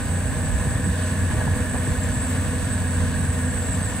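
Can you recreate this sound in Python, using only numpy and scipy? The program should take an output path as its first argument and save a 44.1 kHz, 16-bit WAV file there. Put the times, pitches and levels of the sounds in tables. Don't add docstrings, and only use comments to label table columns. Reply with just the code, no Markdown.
import sys
import numpy as np
from scipy import signal
from scipy.fft import rfft, irfft
from scipy.io import wavfile
from scipy.ndimage import uniform_filter1d

SR = 44100
rng = np.random.default_rng(int(sys.argv[2]) if len(sys.argv) > 2 else 0)


def inscribe(sig):
    pcm = np.round(np.clip(np.atleast_2d(sig).T, -1, 1) * 32767)
    wavfile.write(sys.argv[1], SR, pcm.astype(np.int16))


N = 176400

# frequency in Hz, likeness of the two sides from 0 to 1,
# left over right in dB, left phase lead in radians.
MIC_PAIR = [(30, .75, 4, .3), (60, 0.68, -4.5, 0.2), (120, 0.89, 0, -0.54), (300, 0.89, 0.5, -0.1),
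            (497, 0.88, -4.5, 0.54), (665, 0.7, 3.5, -0.2), (790, 0.2, 1, -0.5), (1025, 0.95, -2, -0.23),
            (1320, 1, 0.5, 1.43), (1460, 0.79, 4, 0.47), (1670, 1, -1.2, -0.5), (1953, .9, -0.5, 1),
            (2000, 0.34, 3, 4), (2104, 0.8, 2.5, -0.45), (2430, 0.92, 2, 1.37), (2660, 0.55, -7, 0.1),
            (3050, 0.46, 2, 1.5), (3245, 1, 2.5, 2.5), (3580, 0.26, -2, -0.5), (4500, 0.6, -0.5, 1),
            (4900, 0.8, -5, 0.1), (4980, 0.78, -0.5, 2.5), (6350, 1, -3, 0.65), (7700, 0.48, 3, 4),
            (8180, 0.76, -1, 4), (9800, 0.2, 3.5, 0), (10750, 1, -9, -1), (11750, 1, 1.5, -4),
            (15800, 0.74, -1, 5.5)]

# time in seconds, firings per second.
FIRING_RATE = [(0, 88.4), (.7, 91.2), (1.5, 89.7), (2.2, 91), (2.9, 88.3), (3.5, 86.6), (4, 95)]
# multiple of the crank rate, level in dB against the drone level.
CRANK_ORDERS = [(3, 0), (5, -14), (6, -13), (7, -14), (9, -16.5)]
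# time in seconds, level in dB.
DRONE_LEVEL = [(0, -34), (.17, -22.5), (.34, -33), (.4, -27.5), (.68, -31.5), (.85, -29), (1.04, -24.5),
               (1.1, -29.5), (1.28, -22.5), (1.36, -34), (1.46, -27.5), (1.65, -27.5), (1.75, -34),
               (1.82, -27), (1.92, -33), (2.05, -25.5), (2.15, -33), (2.3, -28), (2.38, -22.5),
               (2.46, -30.5), (2.54, -26), (2.63, -28.5), (2.9, -27.5), (3.03, -20.5), (3.1, -29.5),
               (3.47, -24), (3.6, -30), (3.8, -26), (4, -33.5)]
GEAR_LEVEL = [(0, -46), (.5, -43.5), (1, -43), (1.4, -42.5), (1.9, -46), (2.6, -45), (4, -45)]
BLOCK_LEVEL = [(0, -41), (.7, -41), (1.4, -39), (2, -40), (4, -40.5)]
# frequency in Hz, relative level in dB.
BLOCK_COLOUR = [(900, -24.5), (1380, -27), (1480, 1.5), (1540, -5.5), (1630, 2), (1700, -2.5), (1770, -3),
                (1830, 0.5), (1900, -2.5), (1980, -14), (2600, -17), (5000, -33)]
# pitch in Hz, level in dB at start, middle and end, left over right in dB.
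HYDRAULIC_TONES = [(248.7, -40, -35, -36, -2), (497.4, -46, -44, -44.5, -2), (625, -50, -48.5, -50, 0),
                   (746, -61, -56, -54, 8), (798, -48.5, -57, -62, 5)]

# frequency in Hz, relative level in dB.
RUMBLE_COLOUR = [(15, -50), (34, -15), (50, -15), (68, -1), (87, -4.5), (112, -1.5), (135, -6), (210, -7.5),
                 (240, -10), (270, -10), (310, -19), (360, -27.5), (600, -45), (1500, -76)]
CHUG_COLOUR = [(15, -52), (25, -29), (36, -17), (48, 6.5), (66, 6.5), (85, 0.5), (130, -33), (400, -90)]
FAN_COLOUR = [(100, -8.5), (340, -4.5), (400, -1), (480, 6), (555, 0.5), (620, 5), (700, -1), (850, -2.5),
              (1000, 1), (1300, -4.5), (1600, -2.5), (2050, -6.5), (2600, -9.5), (3200, -11), (4400, -15.5),
              (5300, -18), (6400, -15), (7500, -7), (10000, -14.5), (11500, -23.5), (13500, -20),
              (16000, -21.5)]
TYRE_COLOUR = [(1500, -19), (2300, -4.5), (3200, -1), (4400, -3), (5300, -9.5), (6400, -5), (8000, -6.5),
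               (12000, -23)]
# time in seconds, level in dB.
RUMBLE_LEVEL = [(0, -27.5), (.24, -30), (.32, -26), (.55, -28), (.87, -26), (1, -32), (1.3, -25),
                (1.52, -24.5), (1.66, -28.5), (2.5, -27.5), (2.95, -30), (3.18, -27.5), (3.4, -29.5),
                (4, -27.5)]
CHUG_LEVEL = [(0, -36), (.3, -31.5), (.6, -28), (1.05, -42), (1.5, -35), (1.75, -31), (2.05, -29.5),
              (2.35, -38), (3.2, -29.5), (3.7, -39), (4, -54)]
FAN_LEVEL = [(0, -34.5), (1.3, -34.5), (2.3, -33.5), (3, -34.5), (4, -34)]
TYRE_LEVEL = [(0, -53), (.8, -50.5), (1.3, -45.5), (1.75, -51.5), (2.3, -46), (3, -47), (3.4, -51.5),
              (3.7, -47.5), (4, -51)]

# time in seconds, pitch in Hz.
SQUEAL_REST = [(0, 7850.5), (.6, 7839.5), (1.2, 7730.5), (1.6, 7799.5), (1.9, 7690), (2.2, 7660),
               (2.5, 7990), (2.8, 7990), (3.3, 7780.5), (3.7, 7599), (4, 7623.5)]
# time in seconds, level in dB.
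SQUEAL_LEVEL = [(0, -45), (.5, -43.5), (1, -43), (1.7, -49.5), (2.1, -39), (2.6, -42.5), (3, -45),
                (3.5, -38.5), (4, -41)]
# frequency in Hz, width in Hz, relative level in dB.
PULLEY_MODES = [(7602, 45, -1.5), (7790, 90, -6), (8032, 40, 5), (8145, 45, 1), (8630, 50, 6)]
# frequency in Hz, left and right gain in dB.
SQUEAL_ECHO = [(7420, 10.5, 2), (8000, 2.5, 1), (8000, -7, -2.5), (8030, -1, 3.5), (8500, -4, 6.5),
               (8500, -4, 0)]
# frequency in Hz, relative level in dB.
RUB_COLOUR = [(6000, -35), (7200, -31), (7550, -4), (7850, 5.5), (8100, 5.5), (8550, 2.5), (9000, -8),
              (9600, -25), (11000, -39)]

# start in seconds, level in dB, final pitch in Hz, decay in seconds.
BODY_THUMPS = [(.378, -21, 55, .02), (.668, -10.5, 72, .012), (.748, -19.5, 50, .022),
               (.866, -20, 170, .018), (.895, -19.5, 60, .014), (1.466, -17, 88, .014),
               (1.879, -13, 80, .019), (2.162, -14, 72, .016), (2.666, -16.5, 85, .016),
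               (3.282, -18, 62, .017), (3.682, -15.5, 56, .012)]
# start in seconds, length in seconds, level in dB.
BODY_RATTLES = [(1.303, .026, -32), (1.372, .066, -29), (1.462, .026, -32), (1.732, .048, -29.5)]
STEEL_CLANKS = [(1.125, .03, -43), (1.302, .026, -32.5), (2.145, .022, -39), (3.56, .025, -41)]
CHASSIS_CLUNKS = [(.305, .04, -27), (.42, .025, -31), (.645, .04, -26), (.845, .04, -28.5),
                  (1.335, .035, -26), (1.465, .03, -27), (1.87, .022, -29)]
FAINT_TICK = [(2.293, .024, -46)]
# frequency in Hz, relative level in dB.
RATTLE_COLOUR = [(120, -8), (250, 12), (400, 6), (650, 9), (950, 10.5), (1150, 4), (1350, -3), (1700, 6),
                 (2300, -14), (3800, -20), (8000, -35), (15000, -60)]
CLANK_COLOUR = [(400, -9), (1100, 2), (1400, -5), (1700, 5), (2200, -4), (3000, -7), (3800, -7),
                (5000, -27), (12000, -35)]
CLUNK_COLOUR = [(100, -7), (170, 6.5), (290, 0.5), (350, -6.5), (430, -11), (520, -18), (900, -27),
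                (3000, -55)]
TICK_COLOUR = [(3500, -26), (5200, -4), (7000, -20), (11500, -14), (13000, 0), (14500, 0), (16000, -12.5)]

TIME, BIN_HZ = np.arange(N) / SR, np.arange(N // 2 + 1) * SR / N


def undb(db):
    return 10 ** (np.asarray(db) / 20)


def unit(x):
    return x / np.sqrt(np.mean(x ** 2))


def curve(rows):
    return np.interp(TIME, *np.array(rows, float).T)


def across(rows, column=1):
    rows = np.array(rows, float)
    return np.interp(np.log(BIN_HZ + 1), np.log(rows[:, 0]), rows[:, column])


def colour(x, rows):
    return unit(irfft(rfft(x) * undb(across(rows)), N))


def ring(x, modes, bypass_db):
    resonance = sum(undb(db) / (1 + 2j * (BIN_HZ - hz) / width) for hz, width, db in modes)
    return unit(irfft(rfft(x) * (undb(bypass_db) + resonance), N))


def drift(rate_hz):
    hold = max(int(SR / rate_hz), 2)
    steps = np.repeat(rng.standard_normal(N // hold + 2), hold)
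    return unit(uniform_filter1d(uniform_filter1d(steps, hold), hold)[:N])


def phase_of(hz):
    return 2 * np.pi * np.cumsum(hz) / SR


def tone(phase):
    return np.sqrt(2) * np.sin(phase + rng.uniform(0, 2 * np.pi))


def pan(left_over_right_db):
    return undb(np.array([[left_over_right_db], [-left_over_right_db]]) / 2)


def noise():
    return rng.standard_normal((2, N))


def puffs(phase, decay_periods, scatter_db):
    cycles = phase / (2 * np.pi)
    strength = undb(scatter_db * np.clip(rng.standard_normal(N), -2, 2))[cycles.astype(int)]
    return unit(strength * np.exp(-(cycles % 1) / decay_periods))


def swells(rows):
    return sum(undb(db) * np.sin(np.pi * np.clip((TIME - start) / length, 0, 1))
               for start, length, db in rows)


def microphones(pair):
    likeness = np.clip(across(MIC_PAIR, column=1), 0, .995)
    lean = undb(across(MIC_PAIR, column=2) / 2) * np.exp(.5j * across(MIC_PAIR, column=3))
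    mid, side = rfft(pair) * np.sqrt([(1 + likeness) / 2, (1 - likeness) / 2])
    return irfft(np.array([(mid + side) * lean, (mid - side) / lean]), N)


def excavator():
    firings_per_turn, gear_teeth = 3, 57
    firing = phase_of(curve(FIRING_RATE) * (1 + .0041 * drift(12)))
    crank = firing / firings_per_turn
    orders = sum(undb(db + .91 * drift(14)) * tone(order * crank) for order, db in CRANK_ORDERS)
    drone = orders * undb(curve(DRONE_LEVEL)) * pan(-.44)
    accent = 1 + .5 * np.sin(firing / 2)
    knocks = puffs(firing, decay_periods=1, scatter_db=.5) * accent
    tooth_hz = curve(FIRING_RATE) / firings_per_turn * gear_teeth * (1 + .018 * drift(110))
    whine = np.sqrt(2) * np.sin(phase_of(tooth_hz)) * undb(curve(GEAR_LEVEL) + 2.1 * drift(45))
    direct_whine = np.array([whine, np.zeros(N)])
    clatter = colour(noise() * (knocks + .8), BLOCK_COLOUR) * undb(curve(BLOCK_LEVEL))
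    return drone + microphones(clatter + direct_whine)


def hydraulics():
    speed = 1 + .0012 * drift(5.945) + .0033 * drift(50.17)
    whine = 0
    for hz, first, middle, last, side_db in HYDRAULIC_TONES:
        level_db = curve([(0, first), (N / SR / 2, middle), (N / SR, last)]) + 1.8 * drift(12)
        whine += undb(level_db) * tone(phase_of(hz * speed)) * pan(side_db)
    return whine


def truck():
    firing_hz, pulse_share, surge_db = 134, .47, 2
    firing = phase_of(firing_hz * (1 + .012 * drift(4)))
    pulses = puffs(firing, decay_periods=.83, scatter_db=4)
    throb = 1 - pulse_share + pulse_share * pulses
    rumble = colour(noise() * throb, RUMBLE_COLOUR) * undb(curve(RUMBLE_LEVEL))
    chug = colour(noise() * undb(surge_db * drift(12)), CHUG_COLOUR) * undb(curve(CHUG_LEVEL))
    fan = colour(noise() * (1 + .22 * pulses), FAN_COLOUR)
    fan *= undb(curve(FAN_LEVEL) + .44 * drift(25.13))
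    tyres = colour(noise(), TYRE_COLOUR) * undb(curve(TYRE_LEVEL) + 2.2 * drift(8.88))
    return microphones(rumble + chug + fan + tyres)


def belt():
    turn_s, crest_at_s, crest_hz, sharpness = .1334, .095, 8170, 1.2
    roughness_hz, hiss_db = 500, -37
    crest = np.exp(sharpness * (np.cos(2 * np.pi * (TIME - crest_at_s) / turn_s) - 1))
    rest_hz = curve(SQUEAL_REST)
    pitch_hz = rest_hz + (crest_hz - rest_hz) * crest + 85 * drift(45)
    grain = np.array([drift(roughness_hz) + 1j * drift(roughness_hz) for _ in range(2)])
    rough_tone = np.real(grain * np.exp(1j * phase_of(pitch_hz)))
    squeal = ring(rough_tone, PULLEY_MODES, bypass_db=-12)
    squeal *= undb(curve(SQUEAL_LEVEL) + 2.2 * drift(30.16))
    echo_gain = undb([across(SQUEAL_ECHO, column=1), across(SQUEAL_ECHO, column=2)])
    hiss = microphones(colour(noise(), RUB_COLOUR)) * undb(hiss_db + drift(20))
    return irfft(rfft(squeal) * echo_gain, N) + hiss * pan(-5)


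def truck_rattles():
    rattle = swells(BODY_RATTLES) * colour(noise() * undb(3.11 * drift(250)), RATTLE_COLOUR)
    clank = swells(STEEL_CLANKS) * colour(noise() * undb(3.4 * drift(300)), CLANK_COLOUR)
    clunk = swells(CHASSIS_CLUNKS) * colour(noise(), CLUNK_COLOUR)
    tick = swells(FAINT_TICK) * colour(noise(), TICK_COLOUR)
    return microphones(rattle + clank + clunk + tick)


def truck_thumps():
    attack_s, start_hz, fall_s, lowest_radiated_hz = .011, 197, .008, 28
    boom = 0
    for start, db, final_hz, decay_s in BODY_THUMPS:
        age = np.maximum(TIME - start, 0)
        envelope = np.minimum(age / attack_s, 1) * np.exp(-np.maximum(age - attack_s, 0) / decay_s)
        cycles = final_hz * age + (start_hz - final_hz) * fall_s * (1 - np.exp(-age / fall_s))
        boom -= undb(db) * envelope * np.sin(2 * np.pi * cycles)
    low_cut = signal.butter(2, lowest_radiated_hz, "highpass", fs=SR, output="sos")
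    return signal.sosfilt(low_cut, boom)


def scene():
    return excavator() + hydraulics() + belt() + truck() + truck_rattles() + truck_thumps()


def record(dry):
    top_hz = 15600
    return signal.sosfilt(signal.ellip(10, .2, 80, top_hz, fs=SR, output="sos"), dry)


dry = scene()
out = record(dry)
inscribe(out)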